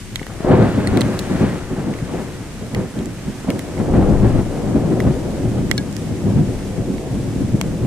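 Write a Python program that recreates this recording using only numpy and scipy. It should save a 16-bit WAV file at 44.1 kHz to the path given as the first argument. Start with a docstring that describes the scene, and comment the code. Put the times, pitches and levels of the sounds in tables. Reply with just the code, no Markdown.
"""Thunder rolls over steady rain, heard from a sheltered spot by a close pair of microphones.
Its rumble is made of random shocks and their noisy echoes, split into bands that swell and fade;
single shocks stand out as claps. Far rain is an even hiss of coloured noise with a fine patter.
Stray drops thud, splash and ring on a hard ledge, a thin metal sheet and a tin can nearby."""
import sys
import numpy as np
from scipy import signal
from scipy.fft import rfft, irfft, next_fast_len
from scipy.io import wavfile

SR = 44100
rng = np.random.default_rng(int(sys.argv[2]) if len(sys.argv) > 2 else 0)


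def digitize_waveform(pressure):
    """Quantize a signal to 16-bit integers and store it at the path in sys.argv[1].

    Rows of a 2-D input are taken as channels; values are limited to [-1, 1].
    """
    field = np.atleast_2d(pressure).T
    bounded = np.clip(field, -1, 1)
    quanta = np.round(bounded * 32767).astype(np.int16)
    wavfile.write(sys.argv[1], SR, quanta)


N = 346626  # length of the scene in samples


def amp(db):
    """Turn decibels into a gain."""
    return 10 ** (np.asarray(db) / 20)


def rms_one(x):
    """Scale to an rms of 1."""
    return x / np.sqrt(np.mean(x ** 2) + 1e-20)


def in_time(rows):
    """Turn each column of a table of moments into a curve with one value per sample."""
    times, *columns = np.transpose(rows)
    return [np.interp(np.arange(N) / SR, times, column) for column in columns]


def at_hz(points, hz):
    """Read a table of (frequency, value) along a logarithmic frequency axis."""
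    table_hz, values = np.array(points).T
    return np.interp(np.log(hz + 1), np.log(table_hz), values)


def colour(x, spectrum):
    """Filter to a given spectrum with minimum phase, so nothing sounds before its cause."""
    size = next_fast_len(N + SR // 2, real=True) // 2 * 2
    half = size // 2
    hz = np.arange(half + 1) * SR / size
    cepstrum = irfft(np.log(amp(at_hz(spectrum, hz))), size)
    cepstrum[1:half] *= 2  # fold the second half onto the first: minimum phase
    response = np.exp(rfft(cepstrum[:half + 1], size))
    return irfft(rfft(x, size) * response, size)[..., :N]


def butter(x, hz, kind, order=2):
    """Butterworth filter."""
    return signal.sosfilt(signal.butter(order, hz, kind, fs=SR, output="sos"), x)


def drift(rate_hz):
    """Slow random wander with an rms of 1: noise smoothed by two equal low-pass poles."""
    step = 40  # samples between the points of the wander
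    r = np.exp(-2 * np.pi * rate_hz * step / SR)
    noise = rng.standard_normal(N // step + 2002)
    slow = signal.lfilter([1], [1, -2 * r, r * r], noise)[2000:]  # drop the filter's start-up
    return np.interp(np.arange(N) / step, np.arange(len(slow)), rms_one(slow))


def grains(per_s, spread_db):
    """Random clicks of either sign, a few much larger than the rest."""
    sizes = amp(spread_db * np.minimum(rng.exponential(1, N), 5))
    signs = rng.choice([-1, 1], N)
    return sizes * signs * (rng.random(N) < per_s / SR)


def panned(x, pan_db):
    """Mono to left and right; pan_db is left minus right."""
    return np.array([x * amp(pan_db / 2), x * amp(-pan_db / 2)])


ECHO_S = 0.017  # time for the echo power to fall to 1/e


def echoes(x):
    """The land scatters every shock into a dense smear: noise that follows the dying shock power."""
    keep = np.exp(-1 / (ECHO_S * SR))
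    power = signal.lfilter([1 - keep], [1, -keep], x ** 2)
    return rng.standard_normal(N) * np.sqrt(power)


# Air resonances of the sheltered spot: (frequency [Hz], width [Hz], level [dB])
SHELTER_NOTES = [(53.7, 13, -2.5), (113.2, 8, -4.5), (162.3, 67, -10.5), (197, 15.5, -5),
                 (272.7, 15, -13.5), (368.4, 12.2, 0.5), (494, 37, -7.5)]


def shelter(x):
    """Walls and roof ring at a few low notes, which are added to the thunder."""
    out = x.copy()
    for hz, width_hz, level_db in SHELTER_NOTES:
        r = np.exp(-np.pi * width_hz / SR)
        feedback = [1, -2 * r * np.cos(2 * np.pi * hz / SR), r * r]
        note = signal.lfilter([(1 - r * r) / 2, 0, (r * r - 1) / 2], feedback, x)
        out += amp(level_db) * note
    return out


# The changing roll under the peals, as gains of its four bands:
# (time [s], rumble [dB], deep boom [dB], growl [dB], crackle [dB])
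ROLL_LEVELS = [(0.0, -35, -34, -52, -60), (0.4, -33, -38, -38, -42), (0.47, -41, -23, -14.5, -35),
               (0.7, -18.5, -39, -25.5, -32), (1.1, -18.5, -46, -26.5, -33.5),
               (1.25, -27.5, -32, -33, -36.5), (1.47, -19, -39, -26, -30), (1.66, -35, -33, -36.5, -40.5),
               (2.2, -29, -42, -34.5, -41.5), (2.5, -34, -37, -40, -46), (3.42, -32, -38.5, -39.5, -44.5),
               (3.75, -27.5, -38, -29.5, -46), (3.88, -19, -21, -20.5, -45), (4.1, -22, -18, -18.5, -41.5),
               (4.35, -23.5, -22, -31, -44), (4.55, -23.5, -28.5, -26.5, -45), (4.85, -16.5, -33, -22, -47),
               (5.2, -24.5, -32, -26.5, -51), (5.6, -19, -29, -30.5, -47), (5.92, -27.5, -38, -34.5, -51),
               (6.3, -21, -37, -30, -55), (6.58, -26.5, -31, -32, -51), (7.02, -28.5, -36, -29.5, -74),
               (7.3, -22, -33, -32, -52), (7.86, -23, -31, -31, -51)]
# Colour of the thunder before it is split into bands: (frequency [Hz], relative level [dB])
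THUNDER_COLOUR = [(12, -33), (20, -0.5), (43, -7.5), (82, -3), (118, 1), (285, -3), (412, -10.5),
                  (570, -13), (992, -22), (1690, -23.5), (3620, -36.5), (4350, -37), (5000, -44),
                  (6500, -88), (11000, -120)]
# Colour of the echoes from the sides, before the thunder colour: (frequency [Hz], gain [dB])
SIDE_ECHO_COLOUR = [(25, -6), (120, -12), (500, -9.5), (2000, -10.5)]
# Where the roll leans: (time [s], left minus right [dB])
ROLL_LEAN = [(0.0, 2), (1.0, 1.5), (2.2, 2), (2.7, -0.3), (3.4, -1.5), (4.1, 2.5), (5.5, 1), (6.2, 1.5),
             (7.1, 0.3), (7.86, 1)]
SHOCKS_PER_S, SHOCK_SPREAD_DB = 1800, 1.96
ECHO_DB = 0.96  # gain of the front echoes
PEAL_CRACKLE_DB = -16  # crackle of a peal relative to its growl


def roll():
    """Countless shocks and their echoes; near bends of the channel sound bright, far ones deep."""
    low, middle, high = peals()
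    rumble_db, boom_db, growl_db, crackle_db = in_time(ROLL_LEVELS)
    lifts = [low, middle, high, high * amp(PEAL_CRACKLE_DB) ** 2]
    bed = amp([rumble_db, rumble_db, growl_db, crackle_db]) ** 2
    lower_gain, upper_gain, growl_gain, crackle_gain = np.sqrt(bed + lifts)  # powers add

    shocks = grains(SHOCKS_PER_S, SHOCK_SPREAD_DB)
    front = rms_one(shocks + amp(ECHO_DB) * echoes(shocks))
    sideways = colour(rms_one(echoes(shocks)), SIDE_ECHO_COLOUR)
    left, right = colour(np.array([front + sideways, front - sideways]), THUNDER_COLOUR)
    left = np.roll(left, 3)  # the wave reaches the right microphone 3 samples earlier
    both = shelter(np.array([left, right]))

    boom = panned(amp(boom_db), 3.8) * rms_one(butter(both, 62, "low", order=3))
    band = rms_one(butter(both, [75, 350], "band"))
    lower_rumble = lower_gain * butter(band, 165, "low")
    upper_rumble = upper_gain * butter(band, 221, "high")
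    growl = growl_gain * rms_one(butter(both, [350, 1000], "band"))
    crackle = crackle_gain * rms_one(butter(both, 970, "high", order=3))
    mix = lower_rumble - upper_rumble - boom + growl - crackle
    return mix * panned(0.83, in_time(ROLL_LEAN)[0])


# Colour of the rain: (frequency [Hz], relative level [dB])
RAIN_COLOUR = [(300, -11), (1000, 0.5), (2000, 3), (3000, 0.5), (4200, -2.5), (6000, -1.5), (8600, -2),
               (11000, -8.5), (13000, -14), (14900, -18.5), (15500, -36), (17000, -45)]
# Loudness of the rain: (time [s], level between 4 and 11 kHz [dB])
RAIN_LOUDNESS = [(0.0, -44), (0.5, -44), (0.72, -42.5), (1.31, -42.5), (1.77, -44.5), (2.93, -45),
                 (3.41, -44), (4.71, -44), (7.86, -44.5)]
# How alike the two sides are: (frequency [Hz], likeness [1 = the same, 0 = unrelated])
RAIN_ALIKE = [(1000, 1), (3000, 0.14), (8000, 0.033), (14000, 0.085)]
PATTER_PER_S, PATTER_DB = 390, -8  # clicks each in middle and side; gain before the colouring


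def rain():
    """Far drops merge into a hiss that breathes a little; nearer ones stay a fine patter."""
    breath_db = 0.5 * drift(1.4) + 0.63 * np.array([drift(17), drift(18)])
    hiss = rng.standard_normal((2, N)) * amp(breath_db)
    patter = amp(PATTER_DB) * np.array([rms_one(grains(PATTER_PER_S, 1.5)) for _ in range(2)])
    mid, side = hiss + patter

    # The more alike the two ears are, the more middle and the less side
    hz = np.geomspace(500, 16000, 11)
    alike = np.clip(at_hz(RAIN_ALIKE, hz), -0.9, 0.9)
    mid = colour(mid, np.c_[hz, 10 * np.log10(1 + alike)])
    side = colour(side, np.c_[hz, 10 * np.log10(1 - alike)])
    wide = colour(np.array([mid + side, mid - side]), RAIN_COLOUR)
    return amp(in_time(RAIN_LOUDNESS)[0]) * wide / np.std(butter(wide, [4000, 11000], "band"))


def drops(events, modes, splash_ms):
    """A drop thuds, splashes for a moment and rings the modes nearest its own brightness the most."""
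    out, t = np.zeros((2, N)), np.arange(SR // 8) / SR
    for start_s, gain_db, bright_hz, focus_db, splash_db, thud_db, pan_db in events:
        rings = np.zeros((2, len(t)))
        for hz, level_db, t60 in modes:
            off_octaves = abs(np.log2(hz / bright_hz))
            level = amp(level_db - focus_db * off_octaves - 60 * t / t60)
            phase = rng.uniform(-2.92, 1.0, (2, 1))
            rings += level * np.sin(2 * np.pi * hz * t + phase)
        rings *= 1 - np.exp(-t / 0.00013)  # the drop spreads before it has handed on all its push
        rings /= np.abs(rings).max()

        noise = butter(rng.standard_normal((2, len(t))), [2000, 9000], "band", order=1)
        splash = noise * np.exp(-t * 1000 / splash_ms)
        thud = -np.sin(2 * np.pi * 900 * t) * np.exp(-t / 0.00025)
        hit = rings + amp(splash_db) * splash + amp(thud_db) * thud

        start = round(start_s * SR)
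        part = out[:, start:start + len(t)]
        part += (hit * panned(amp(gain_db), pan_db)[:, None])[:, :part.shape[1]]
    return out


# Drops on the ledge: (time [s], gain [dB], brightest frequency [Hz], fall-off away from it
# [dB per octave], splash gain [dB], thud gain [dB], left minus right [dB])
LEDGE_HITS = [(0.158, -6.5, 3330, 9, -6.5, -7, -6), (0.195, -23, 2420, 30, -23, -20, -8),
              (0.2296, -22, 2410, 30, -20, -20, 1), (0.2672, -24.5, 2050, 12, -1, 14, -4),
              (0.6254, -20, 2000, 6, -18, -8, 0.1), (0.973, -12.5, 2400, 13, -2, -18, 3),
              (1.0164, -11, 3600, 18, -13, 6, -7), (1.938, -23, 1890, 10, -19, -10, -2),
              (1.9879, -25, 1990, 16, -21, -10, 0.1), (2.7477, -14.5, 2450, 41, -1, -18, -3),
              (2.9897, -23.5, 1830, 0, -21, -12, -2), (3.0579, -26.5, 1960, -12, 3.5, -10, -8),
              (3.5033, -14.5, 2550, 50, -1, -3, -1), (3.5928, -21, 2300, 20, 6, -15, -3),
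              (3.7777, -27, 1970, 25, -19, -10, -12), (5.003, -13.5, 1830, 17, -4.5, 6, -0.5),
              (5.7132, -0.5, 2130, 8, -2, 3, -9), (5.927, -29, 2220, -6, 6, -10, -4),
              (5.9662, -27, 1800, 9, 11, -12, -7), (6.9825, -25, 2080, 10, -20, -10, -6),
              (7.6131, -8, 2440, 4.5, -1.5, 7.5, 3)]
# Notes of the ledge: (frequency [Hz], level before the fall-off [dB], time to fall 60 dB [s])
LEDGE_MODES = [(1980, 7, 0.014), (2180, 0, 0.025), (2870, 0, 0.015), (3285, 2, 0.018), (3890, 14.5, 0.0045),
               (6580, 7, 0.0098), (7640, 16.5, 0.0033)]


def ledge_drops():
    """Drops tick on a hard ledge, whose notes die within hundredths of a second."""
    return drops(LEDGE_HITS, LEDGE_MODES, splash_ms=0.78)


# Single shocks that stand out of the roll, before smoothing and panning:
# (time [s], peak [dB], length [ms], echo gain relative to the shock [dB])
CLAP_SHOCKS = [(0.2152, -14, 2.36, -18), (0.297, -20.5, 3.7, 7), (0.405, -14, 3, -2), (0.447, -4.5, 3, -17),
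               (0.919, -10, 7.9, -13), (2.749, -20, 3.6, -1), (3.446, -16, 2.7, 3), (3.8, -5.5, 3, -19),
               (3.938, -3.5, 4.96, -5), (4.089, -22, 7.8, -1), (5.069, -2, 4.6, -19), (7.714, -34, 8.7, 0)]


def claps():
    """Each is an N-shaped pressure wave with its echoes, rounded by the long path through air."""
    shocks, scattered = np.zeros((2, N))
    for start_s, peak_db, length_ms, echo_db in CLAP_SHOCKS:
        length = max(round(length_ms * SR / 1000), 4)
        wave = -amp(peak_db) * np.linspace(1, -1, length)
        start = round(start_s * SR)
        shocks[start:][:length] += wave
        scattered[start:][:length] += amp(echo_db) * wave
    rounded = butter(shocks, 800, "low")
    smear = butter(echoes(scattered), [200, 1300], "band")
    return panned(rounded + smear, 4.5)


# Peals, each from one bend of the channel: (time of the crest [s], rumble [dB], length [s],
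# growl relative to rumble [dB], depth as lower minus upper rumble [dB])
PEAL_SWELLS = [(0.521, -8, 0.048, -2, 7), (0.58, -20, .04, -4, 6), (0.612, -10.5, 0.065, -2.5, 6),
               (0.789, -13.5, 0.018, -15, -9), (0.914, -16, 0.034, -14, -1), (0.966, -13.5, .05, -5, -11),
               (1.052, -18.5, 0.02, -20, 14), (1.319, -18.5, 0.041, -7, -12),
               (1.417, -8.5, 0.034, -11.5, 0), (1.536, -27, 0.056, -22, -14),
               (1.719, -19.5, 0.024, -14, -8), (1.794, -26.5, 0.055, -1.5, 11),
               (1.885, -19, 0.056, -8.5, -6), (2.024, -26.5, .03, -18, 16), (2.142, -24.5, 0.096, -1.5, -6),
               (2.42, -30, 0.034, -16, -6), (2.63, -27, 0.047, -9, 0), (2.778, -18.5, 0.082, -7.5, 2),
               (2.985, -21, 0.069, -10.5, -2), (3.08, -30.5, 0.043, -14, -18),
               (3.281, -21.5, 0.042, -27, 1), (3.493, -20.5, .03, -0.5, -19), (3.548, -23, 0.044, -8, -10),
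               (3.81, -17.5, 0.017, -5, 12), (3.966, -9, 0.042, -13, -1), (4.025, -16.5, 0.023, -6, 8),
               (4.1, -12.5, 0.057, -18, 7), (4.252, -11.5, 0.071, -9, 5), (4.362, -17, 0.06, -5, 11),
               (4.762, -9.5, 0.022, -12, -2), (4.918, -16, 0.023, -7, -17), (5.081, -14.5, 0.058, -8.5, 11),
               (5.447, -17, 0.02, -14, 1), (5.579, -23.5, 0.027, -2.5, 0), (5.705, -21.5, 0.026, -7.5, 13),
               (6.017, -26, 0.016, -20, -7), (6.12, -21.5, 0.045, -17, 3), (6.282, -14.5, 0.073, -15, 4),
               (6.386, -10, 0.044, -16.5, 10.5), (6.49, -24, 0.023, -8, 15), (6.79, -21.5, 0.045, -12, 3),
               (6.913, -19.5, 0.061, -28, -8), (7.144, -22, 0.056, -19, 11), (7.42, -18, .04, -18, 4),
               (7.546, -11, 0.02, -25, 3), (7.65, -35, 0.024, -25, 5), (7.866, -19.5, 0.077, -7, 16)]
PEAL_RISE, PEAL_FALL = 0.59, 1.01  # widths of swell and fade, in peal lengths


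def peals():
    """Power of lower rumble, upper rumble and growl: each peal swells, then fades more slowly."""
    t, power = np.arange(N) / SR, np.zeros((3, N))
    for crest_s, rumble_db, length, growl_db, depth_db in PEAL_SWELLS:
        first = max(round((crest_s - 5 * length) * SR), 0)
        near = slice(first, round((crest_s + 5 * length) * SR))
        width = length * np.where(t[near] < crest_s, PEAL_RISE, PEAL_FALL)
        away = (t[near] - crest_s) / width
        levels_db = rumble_db + np.array([[depth_db / 2], [-depth_db / 2], [growl_db]])
        power[:, near] += amp(levels_db) ** 2 * np.exp(-2 * away ** 2)
    return power


# Drops on the sheet: (time [s], gain [dB], brightest frequency [Hz], fall-off away from it
# [dB per octave], splash gain [dB], thud gain [dB], left minus right [dB])
SHEET_HITS = [(0.8724, -11, 4350, 0, -14, -15, -1.1), (1.0085, -12, 4600, 1.5, -3, -18, 0.1),
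              (1.191, -16, 3700, 27, -1, -20, 0.6)]
# Notes of the sheet: (frequency [Hz], level before the fall-off [dB], time to fall 60 dB [s])
SHEET_MODES = [(2010, 3.5, 0.021), (3920, 0, 0.011), (4330, -0.5, 0.02), (8600, -4, 0.018),
               (14500, -27, 0.012)]


def sheet_drops():
    """Drops tick on a thin metal sheet, with a longer splash than on the ledge."""
    return drops(SHEET_HITS, SHEET_MODES, splash_ms=3.9)


# The drop on the can: (time [s], gain [dB], brightest frequency [Hz], fall-off away from it
# [dB per octave], splash gain [dB], thud gain [dB], left minus right [dB])
CAN_HITS = [(5.779, -5.5, 4250, 3, -11, -23, 0.6)]
# Notes of the can: (frequency [Hz], level before the fall-off [dB], time to fall 60 dB [s])
CAN_MODES = [(1655, -7.5, 0.11), (2240, -8, 0.04), (2960, -9, 0.042), (3500, -11, .04), (3840, -6, .03),
             (4260, -0.5, 0.022), (5530, -3.5, 0.024), (8730, -3.5, 0.012)]


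def can_drop():
    """One drop strikes a tin can, whose lowest note rings the longest."""
    return drops(CAN_HITS, CAN_MODES, splash_ms=1.6)


def scene():
    """Thunder, rain and the near drops together."""
    thunder = roll() + claps()
    near_drops = ledge_drops() + sheet_drops() + can_drop()
    return thunder + rain() + near_drops


CUTOFF_HZ = 16900  # from here up the sound is at least 70 dB down


def record(dry):
    """The input stage rounds loud peaks off towards full scale; then the top is cut."""
    rounded = np.tanh(dry)
    top_cut = signal.cheby2(12, 70, CUTOFF_HZ, fs=SR, output="sos")
    return signal.sosfilt(top_cut, rounded)


dry = scene()
out = record(dry)
digitize_waveform(out)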